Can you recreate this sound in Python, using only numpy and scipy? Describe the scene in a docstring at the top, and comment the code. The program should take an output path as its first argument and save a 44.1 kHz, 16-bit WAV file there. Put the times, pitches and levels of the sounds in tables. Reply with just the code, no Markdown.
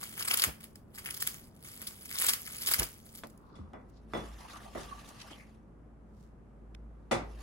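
"""Scissors through dried seaweed

Kitchen scissors cut a crisp sheet over a bowl, close to a phone's two microphone ports: clumped noise snaps,
opened in short bursts over a fine rustle, are coloured as thin sheet and folded stack, with room decay behind.
The scissors are laid on the wooden table and a hard object knocks it: clicks, decaying noise and damped modes.
Gritty noise scrapes, sagging low bumps and a hissing, hollow rustle further off join them.
A quiet room lies underneath: shaped noise, a wavering low hum and a faint unsteady tone."""
import sys
import numpy as np
from scipy import signal
from scipy.fft import rfft, irfft, next_fast_len
from scipy.io import wavfile
from scipy.ndimage import uniform_filter1d, map_coordinates

SR = 44100
rng = np.random.default_rng(int(sys.argv[2]) if len(sys.argv) > 2 else 0)


def file_out(sig):
    """Save sig as 16-bit WAV at sys.argv[1]."""
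    # one column per channel
    cols = np.atleast_2d(sig).T
    # limit, then scale
    lim = np.clip(cols, -1, 1)
    pcm = np.round(lim * 32767).astype(np.int16)
    wavfile.write(sys.argv[1], SR, pcm)


N = 327222  # samples

# Steady room air. Each row: frequency in Hz, relative density in dB per Hz.
AIR_COLOUR = [(15, -30), (25, -17.5), (50, -8.5), (210, -11.5), (600, -23.5), (1270, -31), (2000, -41),
              (4000, -57), (10000, -58), (13000, -66), (16000, -85.5)]
# Likeness of the air at the two ports. Each row: frequency in Hz, correlation from 0 to 1.
AIR_LIKENESS = [(60, 0.79), (240, 0.81), (950, 0.06), (3770, 0.12), (15000, 0.017)]
# Low hum of the room. Each row: time in seconds, level in dB before a common lift.
HUM_LEVEL = [(0, -72), (1.75, -66.5), (3, -68), (4.1, -54.5), (4.34, -45.5), (4.46, -61.5), (4.98, -51),
             (5.1, -61), (6.2, -56), (6.5, -58.5), (6.86, -46), (7.09, -54.5), (7.21, -46), (7.42, -45)]
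# Faint unsteady tone over the hum. Each row: mean frequency in Hz, mean level in dB.
DRONE_TONES = [(218, -64)]
# The sheet rubs on fingers and blades. Each row: time in seconds, level in dB.
RUB_LEVEL = [(0, -48.5), (.19, -50.5), (.4, -47.5), (.52, -61.5), (.86, -89), (.93, -72), (.95, -49),
             (1.04, -59), (1.3, -50), (1.4, -56.5), (1.53, -75.5), (1.61, -67.5), (1.65, -51),
             (2.05, -55.5), (2.25, -40.5), (2.37, -50.5), (2.72, -43), (2.86, -55), (3.01, -63),
             (3.19, -59.5), (3.26, -73), (3.5, -89)]
# Bursts of cracking fibres. Each row: peak time in seconds, level in dB, stack relative to sheet in dB,
# fall time in ms.
CRACK_BURSTS = [(0.034, -39, -9.5, 8.2), (0.198, -40, -6, 25), (.228, -33.5, -11, 4.5),
                (.255, -38, -9.5, 6), (.282, -26, -8.5, 5), (.308, -28.5, -5, 11.7), (.341, -22, -8, 6.6),
                (.375, -24, -13, 5.4), (.395, -26.5, -10.5, 9.7), (.423, -24.5, -2, 6.7),
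                (0.443, -25, -9, 7.8), (0.608, -49.5, -6, 6), (0.639, -50, -9.5, 12), (.707, -57, -23, 2.2),
                (.759, -47.5, -13, 3.8), (0.986, -43.5, -2.5, 7.5), (1.068, -45, 0, 22),
                (1.107, -38.5, -8, 4), (1.145, -38.5, -25, 4.7), (1.17, -38, -11, 4.9),
                (1.205, -33.5, -13.5, 6), (1.224, -28, -13.5, 6), (1.274, -24.5, -14.5, 5.7),
                (1.352, -47, -10, 10), (1.741, -48.5, -18, 3.6), (1.819, -53, -1.5, 14),
                (1.874, -34, -16.5, 6.8), (2.057, -38.5, -12, 3), (2.11, -47.5, -10, 17),
                (2.154, -39, -14.5, 22), (2.189, -33, -15.5, 11), (2.217, -29, -13.5, 15),
                (2.244, -23.5, -6, 7), (2.268, -25.5, -17, 9), (2.29, -22.5, -12.5, 12),
                (2.336, -27, -11.5, 4.8), (2.399, -47.5, -17, 7), (2.532, -47.5, -14, 7.4),
                (2.619, -43.5, -8.5, 11), (2.664, -31, -25.5, 4.09), (2.676, -24.5, -8, 5),
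                (2.686, -32.5, -13, 12.4), (2.716, -23, -14, 6), (2.741, -25.5, -10.5, 8.7),
                (2.794, -27.5, -4.5, 8), (2.833, -31.5, -11, 11), (3.066, -56, -19, 7.8),
                (3.151, -42.5, -15.5, 3.5), (3.182, -51, -22, 8), (3.271, -50, -41, 2.2),
                (3.302, -60, -6, 4), (3.378, -55, -23, 1.5)]
# Thin sheet. Each row: frequency in Hz, relative density in dB per Hz.
SHEET_COLOUR = [(1290, -44), (2200, -5), (2480, -18), (3220, -2.5), (3940, -6.5), (4820, -0.5),
                (6100, -5.5), (6580, -3), (8770, -3), (11500, 2), (13500, -6), (15800, 0), (16500, -42.5)]
# Folded stack and blades. Each row: frequency in Hz, relative density in dB per Hz.
STACK_COLOUR = [(180, -32.5), (300, -8), (883, -8.5), (1150, 0), (1860, -1), (3200, -3), (4160, -36),
                (7040, -120)]
# Phase between the ports. Each row: frequency in Hz, lead of the left in radians.
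PORT_LEAD = [(0, 1.1), (3100, 2.78), (3620, 4.85), (4570, 4.12), (6460, 4.47), (7240, 9.76), (9300, 16),
             (10300, 11.3), (11800, 11.34), (16000, 7.6)]
# Balance between the ports. Each row: frequency in Hz, left over right in dB.
PORT_TILT = [(60, -1.5), (180, -2), (550, 3.5), (1650, 5.5), (4970, 3), (15000, -3.5)]
# Soft low bumps. Each row: start in seconds, strength in dB, settled pitch in Hz, 60 dB decay in seconds.
LOW_BUMPS = [(0.467, -30, 61.2, 0.14), (2.788, -27, 50, 0.17), (3.516, -46, 103, 0.3),
             (3.586, -36.5, 77, 0.32), (5.307, -40, 200.6, 0.1)]
# Single scrapes and crinkles. Each row: peak time in seconds, level in dB, centre in Hz,
# band half-width in octaves, time scale in ms.
SCRAPE_EVENTS = [(.49, -43.5, 395, 1.9, 18), (2.822, -38, 399, 2.15, 25), (3.561, -71.5, 4150, 0.45, 51),
                 (3.571, -60.5, 1060, 0.43, 176), (3.9, -68.5, 7100, 1.4, 7.1),
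                 (3.974, -69, 4500, 0.59, 23), (4.454, -47.5, 895, .3, 12), (4.52, -54.5, 4200, 0.36, 17),
                 (4.569, -49.5, 1220, 0.4, 33), (4.675, -49.5, 730, 0.36, 25),
                 (4.815, -50.5, 5000, 0.86, 20), (4.931, -44, 1140, 0.1, 19), (5.095, -51.5, 6000, 1.1, 11),
                 (5.219, -45, 3550, 1.1, 11.6), (5.33, -52.5, 3080, 0.18, 17),
                 (5.41, -55.5, 2146, 0.26, 38), (6.23, -71.5, 5000, 1.37, 50), (6.75, -45, 1970, 1.5, 1.04)]
# Knocks on the table. Each row: start in seconds, strength in dB, then relative to it treble in dB,
# steel ring in dB and dish ring in dB, share of the full decay time, relative contact click in dB.
TABLE_KNOCKS = [(3.236, -35, -14, -13, -27, 0.36, 3), (3.554, -53.5, -8.5, -13.5, -27, 1, -2),
                (3.734, -38.5, -38, -32, -25, 0.96, -2.5), (4.136, -28, -26.5, -21, -23, 0.56, -2),
                (4.149, -27, -43, -18, -25, 0.95, -20), (4.751, -32.5, -34, -39, -26, 1, -7.5),
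                (5.306, -45.5, -4.5, -29, -24, 0.62, -4), (7.1122, -18, -14, -26.5, -16.5, 0.92, -7)]
# Wooden table top. Each row: frequency in Hz, relative density in dB per Hz.
WOOD_COLOUR = [(47, -31.5), (100, -1), (550, -2.5), (1350, -7), (1700, -16), (2050, -11), (3150, -26.5),
               (3600, -25.5), (9900, -31), (13000, -49.5)]
# Full decay of a knock's noise. Each row: frequency in Hz, 60 dB decay in seconds.
KNOCK_DECAY = [(100, 0.54), (500, 0.45), (2000, 0.36), (10000, 0.22)]
# Modes of the steel. Each row: frequency in Hz, relative level in dB, full 60 dB decay in seconds.
STEEL_MODES = [(3420, -3, .16), (3456, 0, .3), (3500, -4, .25), (5220, -11, .14)]
# Modes of the board. Each row: frequency in Hz, relative level in dB, full 60 dB decay in seconds.
BOARD_MODES = [(235, -1, .3), (345, -2, .25), (445, -4, .25), (548, 0, .18), (640, -1, .12), (735, -3, .2),
               (1200, -6, .2)]
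# Modes of the dish. Each row: frequency in Hz, relative level in dB, full 60 dB decay in seconds.
DISH_MODES = [(1240, -2, .2), (1975, 0, .32), (2370, -7, .17), (2880, -5, .1)]
# Contact click. Each row: frequency in Hz, relative density in dB per Hz.
CLICK_COLOUR = [(300, 0), (1200, 15.5), (2800, -5), (11000, -20.5), (13500, -31.0)]
# Rustle further off. Each row: time in seconds, level in dB.
RUSTLE_LEVEL = [(3.3, -81), (3.45, -85.5), (4.07, -83), (4.15, -54.5), (4.32, -62), (4.5, -55), (4.72, -61),
                (4.79, -50.5), (4.88, -56.5), (5.31, -60), (5.47, -68), (5.75, -100), (6.99, -90),
                (7.42, -60)]
# Hiss of the rustle. Each row: frequency in Hz, relative density in dB per Hz.
HISS_COLOUR = [(1060, -4), (1800, -8), (6060, -11), (8230, -18.5), (10300, -12), (15500, -30),
               (16500, -25.5)]
# Resonances of the hollow scrape. Each row: frequency in Hz, width in Hz, level in dB before sharpening.
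HOLLOW_MODES = [(835, 520, -2), (1158, 66, 0.5), (1710, 340, -5.5), (2600, 340, -8.5)]

HUM_HZ, HUM_LIFT_DB, AIR_DB = 54.4, 2.0, -56
RUB_STACK_DB = -10.5  # the stack relative to the rubbing sheet
RISE_SHARE = 0.71  # rise time of a burst over its fall time
HOLLOW_DB = 0  # the hollow scrape relative to the hiss
TOP_HZ = 16300  # band limit of the phone


def amp(db):
    """Turns dB into an amplitude factor."""
    return 10 ** (np.asarray(db) / 20)


def unit(x):
    """Scales to an rms of one."""
    return x / np.sqrt(np.mean(x ** 2) + 1e-20)


def along(points, hz):
    """Reads (Hz, value) points on a log frequency axis."""
    f, v = np.transpose(points)
    return np.interp(np.log(hz + 1), np.log(f + 1), v)


def curves(rows):
    """One value per sample for each level column; -200 dB outside the table."""
    s, *cols = np.transpose(rows)
    return [np.interp(np.arange(N) / SR, s, c, -200, -200) for c in cols]


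def wobble(rate, size=None):
    """A smooth random curve, rate knots a second."""
    at = np.arange(size or N) * rate / SR
    return map_coordinates(rng.standard_normal(int(at[-1]) + 4), [at])


def filtered(x, response):
    """Applies a complex response of frequency to x."""
    m = next_fast_len(N + SR // 2)
    return irfft(rfft(x, m) * response(np.fft.rfftfreq(m, 1 / SR)), m)[..., :N]


def colour(points):
    """A response that keeps white noise at its power."""
    return lambda hz: unit(amp(along(points, hz)))


def grit(clump_db, rate):
    """A dense stream of tiny snaps: white noise whose level wanders into clumps."""
    return unit(rng.standard_normal(N) * amp(clump_db * wobble(rate)))


def spread(alike):
    """Stereo white noise whose two sides resemble each other by frequency."""
    def mid_side(hz):
        turn = np.arccos(np.clip(along(alike, hz), -1, 1)) / 2
        return np.array([np.cos(turn), np.sin(turn)])
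    mid, side = filtered(rng.standard_normal((2, N)), mid_side)
    return np.array([mid + side, mid - side])


def patchy(x, patchy_db, bins, frames):
    """Random patches of gain over time and frequency, shared by both sides."""
    z = signal.stft(x, nperseg=256)[2]
    field = rng.standard_normal(z.shape[-2:])
    field = uniform_filter1d(uniform_filter1d(field, bins, 0), frames, 1)
    gain = amp(patchy_db * unit(field))
    return signal.istft(z * gain / np.sqrt(np.mean(gain ** 2)), nperseg=256)[1][..., :N]


def swell(t, rise, fall, power):
    """Rises to 1 at t = 0 and falls again."""
    return np.exp(-np.where(t < 0, -t / rise, t / fall) ** power)


def room():
    """Steady room air and a low hum that swells and wavers, with a fainter tone above it."""
    def tone(hz, drift_hz):
        return np.sin(2 * np.pi * np.cumsum(hz + drift_hz * wobble(5.5)) / SR)

    def air_response(hz):
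        return colour(AIR_COLOUR)(hz) * (abs(hz - HUM_HZ) > 9)  # leaves a gap for the hum

    air = amp(AIR_DB + 0.63 * wobble(5)) * filtered(spread(AIR_LIKENESS), air_response)
    drone = sum(amp(db + 3.8 * wobble(6.5)) * tone(hz, 4) for hz, db in DRONE_TONES)
    hum_db = curves(HUM_LEVEL)[0] + HUM_LIFT_DB + 1.0 * wobble(4.8)
    return air + drone + amp(hum_db) * tone(HUM_HZ, .8)


def seaweed():
    """Cracks and rubbing open a stream of snaps that rings the sheet and, lower, the folded stack."""
    rub_db, = curves(RUB_LEVEL)
    flutter_db = 0.49 * wobble(60)  # fingers slip unevenly
    # lone fibres give way, about 70 a second, only in the sheet
    pops = (rng.random(N) < 70 / SR) * amp(rng.normal(5.2, 4, N))
    pops = np.convolve(pops, np.exp(-np.arange(128) / 22))[:N]
    sheet_level = amp(rub_db + flutter_db) * (1 + pops)
    stack_level = amp(rub_db + RUB_STACK_DB + flutter_db)
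    t = np.arange(N) / SR
    for s, db, stack_db, fall_ms in CRACK_BURSTS:
        near = slice(max(round((s - .1) * SR), 0), round((s + .1) * SR))
        burst = amp(db) * swell(1000 * (t[near] - s), RISE_SHARE * fall_ms, fall_ms, power=1.5)
        sheet_level[near] += burst
        stack_level[near] += burst * amp(stack_db)

    def ports(hz):  # two spaced microphone ports share the tilt and the lead
        left = amp(along(PORT_TILT, hz) / 2) * np.exp(.5j * np.interp(hz, *np.transpose(PORT_LEAD)))
        return np.array([left, 1 / left])

    snaps = grit(clump_db=6, rate=1500) * np.array([sheet_level, stack_level])
    close = filtered(snaps[0], colour(SHEET_COLOUR)) + filtered(snaps[1], colour(STACK_COLOUR))
    # every fold rings at its own pitches
    direct = filtered(patchy(close, patchy_db=3.5, bins=9, frames=4), ports)
    # the room answers with unrelated noise that follows the dying energy
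    decay_s = np.array([[.22], [.3]])  # 60 dB decay for sheet and stack
    fade = amp(-120 * t[:SR // 2] / decay_s)  # doubled dB, as this fades energy
    energy = signal.fftconvolve(snaps ** 2, fade / fade.sum(1, keepdims=True), axes=1)[:, :N]
    sheet_room, stack_room = [filtered(np.sqrt(abs(e)) * rng.standard_normal((2, N)), colour(c))
                              for e, c in zip(energy, (SHEET_COLOUR, STACK_COLOUR))]
    return direct + amp(-7.5) * sheet_room + amp(-5.5) * stack_room


def bumps():
    """Dull pushes, two damped partials whose pitch sags as the contact loosens."""
    out, t = np.zeros((2, N + SR)), np.arange(SR // 2) / SR
    for s, db, hz, t60 in LOW_BUMPS:
        turns = hz * (t + 1.77 * 0.00886 * (1 - np.exp(-t / 0.0083)))  # starts sharp, then settles
        offset = rng.normal(0, 0.19, (2, 1))  # the upper partial differs between the sides
        ring = np.sin(2 * np.pi * turns) + 0.6 * np.sin(2 * np.pi * (2.5 * turns + offset))
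        envelope = amp(db - 60 * t / t60) * (1 - np.exp(-t / 0.0097))
        out[:, round(s * SR):][:, :len(t)] += envelope * ring
    return out[:, :N]


def scrapes():
    """Short swells of gritty noise, each in its own band."""
    out, t = np.zeros((2, N)), np.arange(SR // 2) / SR - .25
    hz = np.fft.rfftfreq(len(t), 1 / SR) + 1
    for s, db, centre_hz, octaves, ms in SCRAPE_EVENTS:
        grain = rng.standard_normal((2, len(t))) * amp(3.1 * wobble(360, size=len(t)))
        band_shape = np.exp(-(np.log2(hz / centre_hz) / octaves) ** 2)
        band = unit(irfft(rfft(grain) * band_shape, len(t)))
        envelope = amp(db) * swell(1000 * t, 1.2 * ms, 0.73 * ms, power=0.83)
        out[:, round((s + t[0]) * SR):][:, :len(t)] += band * envelope
    return out


def tail(t60_of, length):
    """Stereo noise in which each frequency dies at its own speed."""
    hz, t, z = signal.stft(rng.standard_normal((2, length)), SR, nperseg=128)
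    return signal.istft(z * amp(-60 * t / t60_of(hz)[:, None]), SR, nperseg=128)[1][:, :length]


def ringing(modes, t, share):
    """Damped modes at new strengths, not quite in step on the two sides; echoes make each one throb."""
    out = 0
    for hz, db, t60 in modes:
        strength_db = db + rng.normal(0, 2.6, (2, 1))
        throb_db = 3.3 * wobble(59, size=len(t))
        level = amp(strength_db + throb_db - 60 * t / (share * t60))
        out = out + level * np.sin(2 * np.pi * (hz * t + rng.normal(0, 0.18, (2, 1))))
    return out


def knocks():
    """Each knock clicks, shakes the table top into the room and rings the steel and the dish standing on it."""
    low, high, rung, clicks = np.zeros((4, 2, N + SR))
    t = np.arange(SR // 2) / SR
    build = 1 - np.exp(-t / 0.0019)  # the board takes a moment to move
    for s, db, treble_db, steel_db, dish_db, share, click_db in TABLE_KNOCKS:
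        boom = build * tail(lambda hz: share * along(KNOCK_DECAY, hz), len(t))
        at = np.s_[:, round(s * SR):round(s * SR) + len(t)]
        low[at] += amp(db - 7.0) * boom
        high[at] += amp(db + treble_db + 13.5) * boom
        rung[at] += amp(db + steel_db) * ringing(STEEL_MODES, t, share ** 1.9)
        rung[at] += amp(db - 9.5) * build * ringing(BOARD_MODES, t, share)
        rung[at] += amp(db + dish_db) * build * ringing(DISH_MODES, t, share)
        clicks[at] += amp(db + click_db - 60 * t / 0.0084) * rng.standard_normal(len(t))

    def bright(hz):  # treble share, crossing over at 2600 Hz
        return 1 / (1 + (2600 / (hz + 1)) ** 6)

    wood = colour(WOOD_COLOUR)
    out = filtered(low[:, :N], lambda hz: wood(hz) * (1 - bright(hz)))
    out += filtered(high[:, :N], lambda hz: wood(hz) * bright(hz))
    out += rung[:, :N] + filtered(clicks[:, :N], colour(CLICK_COLOUR))
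    # long waves reach both ports alike
    alike = lambda hz: 1 / (1 + (hz / 250) ** 2)
    return out + filtered(out[::-1] - out, lambda hz: alike(hz) / 2)


def rustle():
    """A crinkly hiss and a hollow scrape through resonances, flickering together."""
    def box(hz):
        modes = sum(amp(db) * 1j * hz * width / (centre * centre - hz * hz + 1j * hz * width)
                    for centre, width, db in HOLLOW_MODES)
        return unit(abs(modes) ** 1.5)  # the power sharpens the peaks

    level_db, = curves(RUSTLE_LEVEL)
    flicker_db = 1.4 * wobble(40) + 1.5 * wobble(150)
    # one likeness of the two sides for all frequencies
    hiss = filtered(spread([(1000, 0.5)]) * amp(level_db + flicker_db), colour(HISS_COLOUR))
    hollow = filtered(spread([(1000, 0.34)]) * amp(level_db + flicker_db + HOLLOW_DB), box)
    return patchy(hiss + hollow, patchy_db=3.0, bins=3, frames=8)


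def scene():
    """Everything at the table, over the room."""
    return room() + seaweed() + bumps() + scrapes() + knocks() + rustle()


def record(dry):
    """The phone keeps nothing above its band limit."""
    return filtered(dry, lambda hz: hz < TOP_HZ)


dry = scene()
out = record(dry)
file_out(out)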